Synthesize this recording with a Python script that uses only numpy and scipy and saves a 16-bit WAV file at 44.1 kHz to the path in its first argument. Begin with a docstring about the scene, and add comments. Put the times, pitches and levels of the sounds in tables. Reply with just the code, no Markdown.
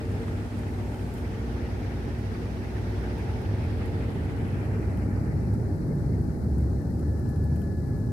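"""Open desktop computer on a desk

Heard through a hand-held pair of microphones 16 cm apart. Two fans and a drone are stacks of
wavering sines, over steady mains and motor tones; rumble, rushing air and hiss are shaped noise.
The rumble deepens and swells, a thin whine comes forward, and the treble dulls, most on the right.
A hand on the keyboard adds noise-burst ticks, knocks of decaying sines and short grainy slides."""
import sys
import numpy as np
from scipy import signal
from scipy.fft import rfft, irfft
from scipy.io import wavfile
from scipy.ndimage import uniform_filter1d

SR = 44100
rng = np.random.default_rng(int(sys.argv[2]) if len(sys.argv) > 2 else 0)


def master(y):
    """Save y as 16-bit WAV."""
    cut = np.clip(np.atleast_2d(y).T, -1, 1)
    pcm = np.round(cut * 32767)  # scale
    wavfile.write(sys.argv[1], SR, pcm.astype(np.int16))


N = 358091
TIME = np.arange(N) / SR
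BINS = np.fft.rfftfreq(N, 1 / SR)
SOUND_SPEED = 343  # m/s
# The air flow builds once; rumble and hum follow it: start [s], time taken [s]
BUILD_S, BUILD_TIME_S = 2.62, 2.9

# Main fan: (time [s], level [dB])
MAIN_FAN = [(0, -43.5), (1.5, -36.5), (2.5, -39.5), (3.1, -35.5), (4.2, -38), (5.2, -40), (8.12, -49)]
# Its tones: (multiple of the shaft rate, relative level [dB])
MAIN_ORDERS = [(1, -0.5), (2, -7), (3, -18.5), (4, -15), (5, -20), (6, -10.5), (9, -21.5), (15, -27)]
MAIN_HZ = 60.65


def main_fan():
    """The large fan holds one speed; its shaft orders waver in level and phase."""
    return rotor(MAIN_HZ, *curves(MAIN_FAN), MAIN_ORDERS, flutter=0.16, slip=0.24)


# Small fan: (time [s], speed [turns/s])
SMALL_SPEED = [(0, 150.6), (.9, 151), (1.5, 152), (3, 151.3), (4.6, 150.9), (5.5, 148.5), (6.4, 147.2),
               (6.74, 146.5), (6.88, 145), (7.02, 144.4), (7.08, 143.4), (7.25, 142.8), (7.75, 142.5),
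               (8.12, 141.5)]
# Its blade tones: (time [s], level [dB])
BLADE_LEVEL = [(0, -45), (.25, -45), (.7, -55.5), (1.5, -44), (1.9, -55.5), (2.6, -53), (3.25, -44.5),
               (3.55, -54.5), (3.8, -41.5), (4.4, -49), (5.4, -56), (8.12, -60)]
# Blade tones: (multiple of the shaft rate, relative level [dB])
SMALL_ORDERS = [(2, -6.5), (3, -2), (4, -13.5)]
# Resonances that lift the whine: (centre [Hz], standard deviation [Hz], gain [dB])
WHINE_RESONANCES = [(1747.5, 4.5, 16), (1708, 17, 20)]
WHINE_ORDER, WHINE_DB = 12, -73  # multiple of the shaft rate, level away from any resonance


def small_fan():
    """Blade tones and a high whine follow one shaft, which eases off; resonances lift the whine."""
    hz, = curves(SMALL_SPEED)
    whine_hz = WHINE_ORDER * hz
    whine_db = WHINE_DB + sum(
        gain_db * np.exp(-((whine_hz - centre) / width) ** 2 / 2)
        for centre, width, gain_db in WHINE_RESONANCES)
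    whine = amp(whine_db) * tone(whine_hz, flutter=0.05, slip=0.08)
    blades = rotor(hz, *curves(BLADE_LEVEL), SMALL_ORDERS, flutter=0.13, slip=0.2)
    return blades + whine


# Low drone: (time [s], pitch [Hz], level [dB])
DRONE = [(4.3, 65, -50), (5.15, 67.7, -32.5), (5.45, 68.5, -32.5), (5.8, 68.5, -41), (6.18, 69, -29.5),
         (6.38, 69, -36), (6.62, 69.4, -26), (6.9, 70, -33), (7.05, 75.5, -30), (7.55, 76, -25.5),
         (7.8, 79, -33), (8.12, 80, -37)]
# Its tones: (multiple of the drone's pitch, relative level [dB])
DRONE_ORDERS = [(1, -2), (2, -11), (3, -21), (5, -22.5)]


def drone():
    """A low stack of harmonics that swells and drifts upward."""
    return rotor(*curves(DRONE), DRONE_ORDERS, flutter=0.2, slip=0.22)


# Air flow rumble: (frequency [Hz], light density [dB per Hz, relative], deep density [same])
RUMBLE = [(20, -31, -28), (32, -25, -25), (44, -29, -15), (55, -24, -10), (61, -7, -10), (86, -3.5, -1),
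          (127, -8.5, -1), (157, -12.5, -5.5), (219, -13, -8), (322, -17, -14), (380, -16.5, -15.5),
          (492, -21, -21.5), (557, -32, -24.5), (990, -34, -47)]
# Light level [dB], its creep before the build ends it [dB/s], gain once deep [dB], later easing [dB/s]
RUMBLE_DB, CREEP_DB_PER_S, DEEP_GAIN_DB, EASE_DB_PER_S = -32.5, 0.42, 4, 0.5


def rumble():
    """Low turbulence crosses from a light to a deep noise spectrum as the air flow builds."""
    depth = ramp(BUILD_S, BUILD_TIME_S)
    creep_db = CREEP_DB_PER_S * np.minimum(TIME, BUILD_S)
    ease_db = EASE_DB_PER_S * np.maximum(TIME - BUILD_S - BUILD_TIME_S, 0)
    level_db = RUMBLE_DB + creep_db + DEEP_GAIN_DB * depth - ease_db
    light = diffuse(colour(RUMBLE, BINS, axis=1))
    deep = diffuse(colour(RUMBLE, BINS, axis=2))
    churn = (np.sqrt(1 - depth ** 2) * light + depth * deep) * amp(level_db)
    low_pass = signal.butter(4, 900, fs=SR, output="sos")
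    return signal.sosfilt(low_pass, churn)


# Air through blades and grilles: (frequency [Hz], density [dB per Hz, relative, before the bass cut])
RUSH = [(400, -6.5), (600, 3.5), (860, 1), (1030, -7), (1400, -5), (1850, -5.5), (2550, -12), (3000, -16.5),
        (4500, -22), (5600, -24), (6500, -29.5), (9400, -28.5), (15500, -43)]
# Rushing air before gusts: (time [s], level [dB])
RUSH_LEVEL = [(0, -46), (.12, -46), (.5, -46.5), (.93, -47.5), (1.15, -46.5), (1.4, -46), (2.7, -46),
              (3.0, -44.5), (3.34, -45.5), (3.48, -45.5), (3.8, -45), (4.6, -45), (5.6, -48), (6.7, -48),
              (7.4, -47.5), (7.85, -49.5), (8.12, -49.5)]
GUST_DB, GUST_HZ = 0.82, 24  # rms depth, upper rate


def rush():
    """The brighter, gusting air at the blade tips and grilles."""
    bass_cut = BINS ** 2 / (BINS ** 2 + 350 ** 2)
    air = flecked(diffuse(colour(RUSH, BINS) * bass_cut))
    return air * amp(curves(RUSH_LEVEL)[0] + GUST_DB * drift(GUST_HZ))


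def flecked(x, patchy_db=2.5, centre_hz=2630.0, spread=1.0, patch_hz=296.0, patch_s=0.019):
    """Brief patches of the upper middle flare and fade at random, each side on its own."""
    hz, t, z = signal.stft(x, SR, nperseg=512, noverlap=384)
    field = rng.standard_normal(z.shape)
    # Smooth the random field along frequency, then along time
    for axis, width in ((1, patch_hz / hz[1]), (2, patch_s / t[1])):
        steps = np.arange(field.shape[axis]) - field.shape[axis] // 2
        bell = np.exp(-(2 * steps / width) ** 2)
        bell = np.expand_dims(bell, (0, 3 - axis))
        field = signal.fftconvolve(field, bell, "same", axes=axis)
    reach = np.exp(-(np.log((hz + 1) / centre_hz) / spread) ** 2 / 2)[:, None]
    patches = amp(patchy_db * reach * unit(field))
    return signal.istft(z * patches, SR, nperseg=512, noverlap=384)[1][:, :N]


# Passing bands of soft noise:
# (time [s], half width to 1/e [s], frequency [Hz], half width to 1/e [Hz], level [dB])
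NOISE_BANDS = [(3.68, 0.8, 95.6, 15, -33), (0.89, 0.3, 850, 140, -52), (3.33, 0.27, 830, 130, -49),
               (4.05, 0.41, 495, 63, -51), (1.02, .2, 8200, 900, -71), (6.1, 0.51, 1700, 220, -61),
               (0.38, .3, 1400, 300, -56), (4.73, 0.76, 218, 30, -43)]


def noise_bands():
    """Bands of soft noise, low to high, that come forward and recede."""
    return sum(amp(db) * bump(s, length) * diffuse(bump(hz, width, BINS))
               for s, length, hz, width, db in NOISE_BANDS)


# Mains, motors and the case they shake:
# (frequency [Hz], level while rumble is light [dB], level once it is deep [dB])
HUM = [(48, -47.5, -46.5), (99.8, -36.5, -37.5), (147.5, -54, -52), (191.5, -60, -46), (239.8, -43, -44.5),
       (287.8, -54, -52), (302.5, -54, -50), (408.4, -59, -57), (545, -74, -66), (601, -63, -68),
       (789, -66, -67), (822.5, -61.5, -59.3), (13738, -88, -88)]


def hum():
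    """Steady tones of the running machine; their balance shifts as the air flow builds."""
    depth = ramp(BUILD_S, BUILD_TIME_S)
    return sum(amp(light_db + (deep_db - light_db) * depth) * tone(hz, flutter=0.04, slip=0.06)
               for hz, light_db, deep_db in HUM)


# Small level wavers of the low sound: (time [s], half width to 1/e [s], gain [dB])
WAVERS = [(.2, 0.14, 2), (.5, 0.013, -14), (1.2, 0.2, -0.5), (2.08, 0.031, 3), (2.21, 0.061, -1),
          (3.9, 1, -0.9), (5.9, 0.036, 2.5), (7.83, .03, -1.5)]


def waver():
    """Gain shared by the fans, drone, rumble and hum: their level wavers slightly."""
    return amp(sum(db * bump(s, width) for s, width, db in WAVERS))


# Fingers on keys and plastic: (time [s], peak level before pan and the common lift [dB],
# left over right [dB], brightness [dB per octave])
KNOCKS = [(0.2818, -34.5, -1, -6), (.634, -44, 3, -3), (.945, -40, -2, 8), (.993, -41, -1, 3),
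          (1.1825, -40, -1, 8), (1.345, -42.5, -2, 11), (4.973, -45, 6, 5.5), (6.995, -51, 7, -3),
          (7.194, -59, 10, 0), (7.359, -53, 8, 0), (7.56, -52, 9, 5), (7.618, -46, 10, 0)]
# What the keyboard rings with: (frequency [Hz], relative level [dB], time to fall 60 dB [s])
KEY_MODES = [(1280, 2, 0.02), (1520, 7, .016), (2100, -1, .015), (2500, -2, .022), (2830, -9, .035),
             (3070, -5.5, 0.053), (4200, -15, .008), (5600, -20, .006)]


def knocks(lift_db=3.5):
    """Each knock rings the keyboard's modes; a brighter contact favours the high ones."""
    out, t = np.zeros((2, N)), np.arange(SR // 10) / SR
    for s, db, pan_db, bright_db in KNOCKS:
        ring = sum(amp(mode_db + bright_db * np.log2(hz) - 60 * t / t60) * np.sin(2 * np.pi * hz * t)
                   for hz, mode_db, t60 in KEY_MODES)
        knock = amp(db + lift_db) * sides(pan_db) * ring / np.abs(ring).max()
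        place(out, s, knock)
    return out


# Clearest plastic ticks: (time [s], level before envelope, pan and common lift [dB], pitch ratio)
TICKS = [(.1146, -53, .9), (.2802, -51, 1), (.5895, -47, .92), (.9437, -52, .95), (1.139, -42, 1),
         (1.1844, -50, 1), (1.29, -54, 1), (2.1859, -52, 1), (3.031, -51, 1), (3.1811, -49, 1.05),
         (3.8575, -48, 1), (4.972, -48, 1), (5.5377, -49, 1), (6.2133, -52, 1.1), (6.5818, -49, 1),
         (6.8159, -51, 1), (6.9032, -53, 1), (6.994, -47, .95), (7.194, -49, .95), (7.29, -46, 1.1),
         (7.3586, -50, .95), (7.4399, -47, 1.05), (7.5589, -45, 1), (7.6165, -47, 1.05)]
# Fainter random ticks: number, mean level on the same scale [dB], spread [dB], pitch ratio spread
FAINT_COUNT, FAINT_DB, FAINT_SPREAD_DB, TICK_PITCH_SPREAD = 36, -55.5, 2, 0.06
# Depth limit of the right side's dulling, also the lean of ticks and slides to the left:
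# (time [s], level [dB])
RIGHT_DULLNESS = [(0, 9), (1.18, 2.5), (1.45, 16), (2, 24), (2.7, 10), (3.2, 19), (3.9, 29), (5.5, 31),
                  (8.12, 33)]


def tick_rows():
    """Clear and faint ticks as (time [s], level [dB], left over right [dB], pitch ratio)."""
    faint = [(rng.random() * TIME[-1],
              FAINT_DB + FAINT_SPREAD_DB * rng.standard_normal(),
              1 + TICK_PITCH_SPREAD * rng.standard_normal()) for _ in range(FAINT_COUNT)]
    return [(s, db, curves(RIGHT_DULLNESS, s)[0], pitch) for s, db, pitch in [*TICKS, *faint]]


# Plastic contact, for ticks and slides: (frequency [Hz], density [dB per Hz, relative])
TICK_COLOUR = [(1500, -22), (3000, -7), (5000, -4), (8000, 4), (10000, 4), (11500, 9), (13500, 0),
               (15500, -4)]


def ticks(decay=0.0014, ring=0.02, ring_db=-15.5, lift_db=0.6, rise=0.0009):
    """Each contact is a short crack of noise with a weak rattle of plastic; times in seconds."""
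    out, t = np.zeros((2, N)), np.arange(SR // 10) / SR
    hz = np.fft.rfftfreq(len(t), 1 / SR)
    fall = np.exp(-t / decay) + amp(ring_db) * np.exp(-t / ring)
    shape = fall * (1 - np.exp(-t / rise))
    for s, db, pan_db, pitch in tick_rows():
        noise = rfft(rng.standard_normal((2, len(t))))
        grain = unit(irfft(noise * colour(TICK_COLOUR, hz / pitch), len(t)))
        place(out, s, amp(db + lift_db) * sides(pan_db) * shape * grain)
    return out


# Fingertips on plastic: (time [s], half width to 1/e [s], level before pan and grain [dB])
SLIDES = [(.585, .03, -68), (.96, .06, -69), (1.07, .04, -68), (1.175, .035, -65), (7.31, 0.019, -70),
          (7.61, .028, -66)]


def slides(grain_db=4.0):
    """Skin catching and slipping on plastic: short grainy hisses."""
    level = sum(amp(db) * bump(s, width) * sides(curves(RIGHT_DULLNESS, s)[0])
                for s, width, db in SLIDES)
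    return diffuse(colour(TICK_COLOUR, BINS)) * level * amp(grain_db * drift(90))


# Microphone hiss: (frequency [Hz], density [dB per Hz, relative])
HISS = [(1000, 0), (5000, 4), (6500, 1), (9400, 0.5), (10500, -1), (12800, -0.5), (14000, -8.5),
        (15500, -12.5)]


def hiss(level_db=-58.5):
    """Even noise of the two microphones, independent on each side."""
    noise = rfft(rng.standard_normal((2, N)))
    return amp(level_db) * unit(irfft(noise * colour(HISS, BINS), N))


DROP_S, DROP_TIME_S = 1.17, 0.33  # quick drop of the treble edge: start, time taken
SINK_S, SINK_TIME_S, SINK_SHAPE = 3.1, 1.63, 1.8  # slow sinking: start, time constant, exponent


def treble_edge(t, open_hz, held_hz, final_hz):
    """Where the dulling begins: a quick drop, a hold, then a long sinking that levels out."""
    dropped_hz = open_hz + (held_hz - open_hz) * ramp(DROP_S, DROP_TIME_S, t)
    remaining = np.exp(-(np.maximum(t - SINK_S, 0) / SINK_TIME_S) ** SINK_SHAPE)
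    return final_hz + (dropped_hz - final_hz) * remaining


# Treble edge, left row then right row: (open [Hz], held [Hz], final [Hz])
EDGES = [(16000, 5100, 1620), (9200, 6300, 386)]
# The very top on the right dulls less: (frequency [Hz], share of the depth limit)
DULL_SHARE = [(8000, 0.92), (12500, 0.68), (15000, 0.25)]
# Steepness of the edge [dB/kHz]: open, held, and sunk on (left, right)
OPEN_DB_PER_KHZ, HELD_DB_PER_KHZ, SUNK_DB_PER_KHZ = 8, 11, (20.5, 9)
# Steep wall on the right after the drop, with a lift just under it
WALL_HZ, WALL_DB_PER_KHZ, LIFT_HZ, LIFT_WIDTH_HZ, LIFT_DB = 6800, 45, 5960, 2160, 2.5


def dulled(x, knee_hz=196.0, left_depth_db=14.5, open_hz=3760.0, opening_hz=265.0, ragged_hz=151.0):
    """Treble dulls above a falling, ragged edge; on the left it stays open above open_hz."""
    hz, t, z = signal.stft(x, SR, nperseg=1024)
    hz = hz[:, None]
    drop, sink = ramp(DROP_S, DROP_TIME_S, t), ramp(SINK_S, SINK_TIME_S, t)
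    grain = uniform_filter1d(rng.standard_normal(z.shape[1:]), size=4, axis=0)
    grain = uniform_filter1d(grain, size=4, axis=1)
    ragged = hz + ragged_hz * unit(grain)
    losses_db = []
    for edge_row, sunk in zip(EDGES, SUNK_DB_PER_KHZ):
        slope = OPEN_DB_PER_KHZ + (HELD_DB_PER_KHZ - OPEN_DB_PER_KHZ) * drop
        slope = slope + (sunk - HELD_DB_PER_KHZ) * sink
        # Soft knee: no loss below the edge, a straight slope above it
        above_hz = knee_hz * np.logaddexp(0, (ragged - treble_edge(t, *edge_row)) / knee_hz)
        losses_db.append(slope * above_hz / 1000)
    left, right = losses_db
    left = np.minimum(left, left_depth_db) * (1 - np.tanh((hz - open_hz) / opening_hz)) / 2
    wall = WALL_DB_PER_KHZ * np.maximum(hz - WALL_HZ, 0) / 1000
    wall = wall - LIFT_DB * bump(LIFT_HZ, LIFT_WIDTH_HZ, hz)
    right_limit = curves(RIGHT_DULLNESS, t)[0] * np.interp(hz, *np.transpose(DULL_SHARE))
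    right = np.minimum(right + wall * drop, right_limit)
    return signal.istft(z * amp(-np.array([left, right])), SR, nperseg=1024)[1][:, :N]


def rotor(hz, db, orders, flutter, slip):
    """A stack of shaft orders; higher ones blur more."""
    return amp(db) * sum(amp(order_db) * tone(k * hz, flutter, slip * np.sqrt(k))
                         for k, order_db in orders)


def tone(hz, flutter, slip):
    """A sine that flutters in level and slips in phase [rad] as the air around it churns."""
    phase = 2 * np.pi * (np.cumsum(hz * np.ones(N)) / SR + rng.random()) + slip * drift(5.3)
    return np.sqrt(2) * np.sin(phase) * (1 + flutter * drift(4.3))


def diffuse(gain, spacing=0.16, likeness=0.94):
    """Noise from all sides at two microphones, spacing in metres: most alike in the bass."""
    same = likeness * np.sinc(2 * BINS * spacing / SOUND_SPEED)
    a, b = rfft(rng.standard_normal((2, N)))
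    pair = np.array([a, same * a + np.sqrt(1 - same ** 2) * b])
    return unit(irfft(pair * gain, N))


def drift(rate):
    """Random wandering of rms 1, up to about the given rate a second."""
    return unit(irfft(rfft(rng.standard_normal(N)) / (1 + (BINS / rate) ** 4), N))


def colour(points, hz, axis=1):
    """Gain of one column of a spectrum table, joined along log frequency."""
    table = np.transpose(points)
    return amp(np.interp(np.log(hz + 1), np.log(table[0] + 1), table[axis]))


def curves(rows, t=TIME):
    """The columns of a timed table, joined by straight lines."""
    s, *columns = np.transpose(rows)
    return [np.interp(t, s, c) for c in columns]


def ramp(start, length, t=TIME):
    """Rises in a straight line from 0 to 1."""
    return np.clip((t - start) / length, 0, 1)


def bump(centre, width, x=TIME):
    """A smooth hill of height 1."""
    return np.exp(-((x - centre) / width) ** 2)


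def sides(pan_db):
    """Left and right gains for a left-right difference, at constant power."""
    return unit(amp([[pan_db / 2], [-pan_db / 2]]))


def place(out, s, sound):
    """Adds a short sound at a time in seconds, cut off at the end."""
    part = out[:, round(s * SR):][:, :sound.shape[1]]
    part += sound[:, :part.shape[1]]


def amp(db):
    """Decibels to gain."""
    return 10 ** (np.asarray(db) / 20)


def unit(x):
    """Scales to rms 1."""
    return x / np.sqrt(np.mean(x ** 2) + 1e-20)


def scene():
    """Air, fan tones, hum and hiss dull together; the hand's ticks, knocks and slides stay crisp."""
    machine = waver() * (main_fan() + small_fan() + drone() + rumble() + hum())
    soft_noise = rush() + noise_bands()
    hand = knocks() + ticks() + slides()
    return dulled(machine + soft_noise + hiss()) + hand


def record(dry, balance_db=-0.07, cutoff_hz=15750):
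    """The right microphone is very slightly more sensitive; both are band limited."""
    band_limit = signal.firwin(511, cutoff_hz, window=("kaiser", 9), fs=SR)
    balanced = dry * amp([[balance_db], [-balance_db]])
    return signal.oaconvolve(balanced, band_limit[None], "same", axes=1)


dry = scene()
out = record(dry)
master(out)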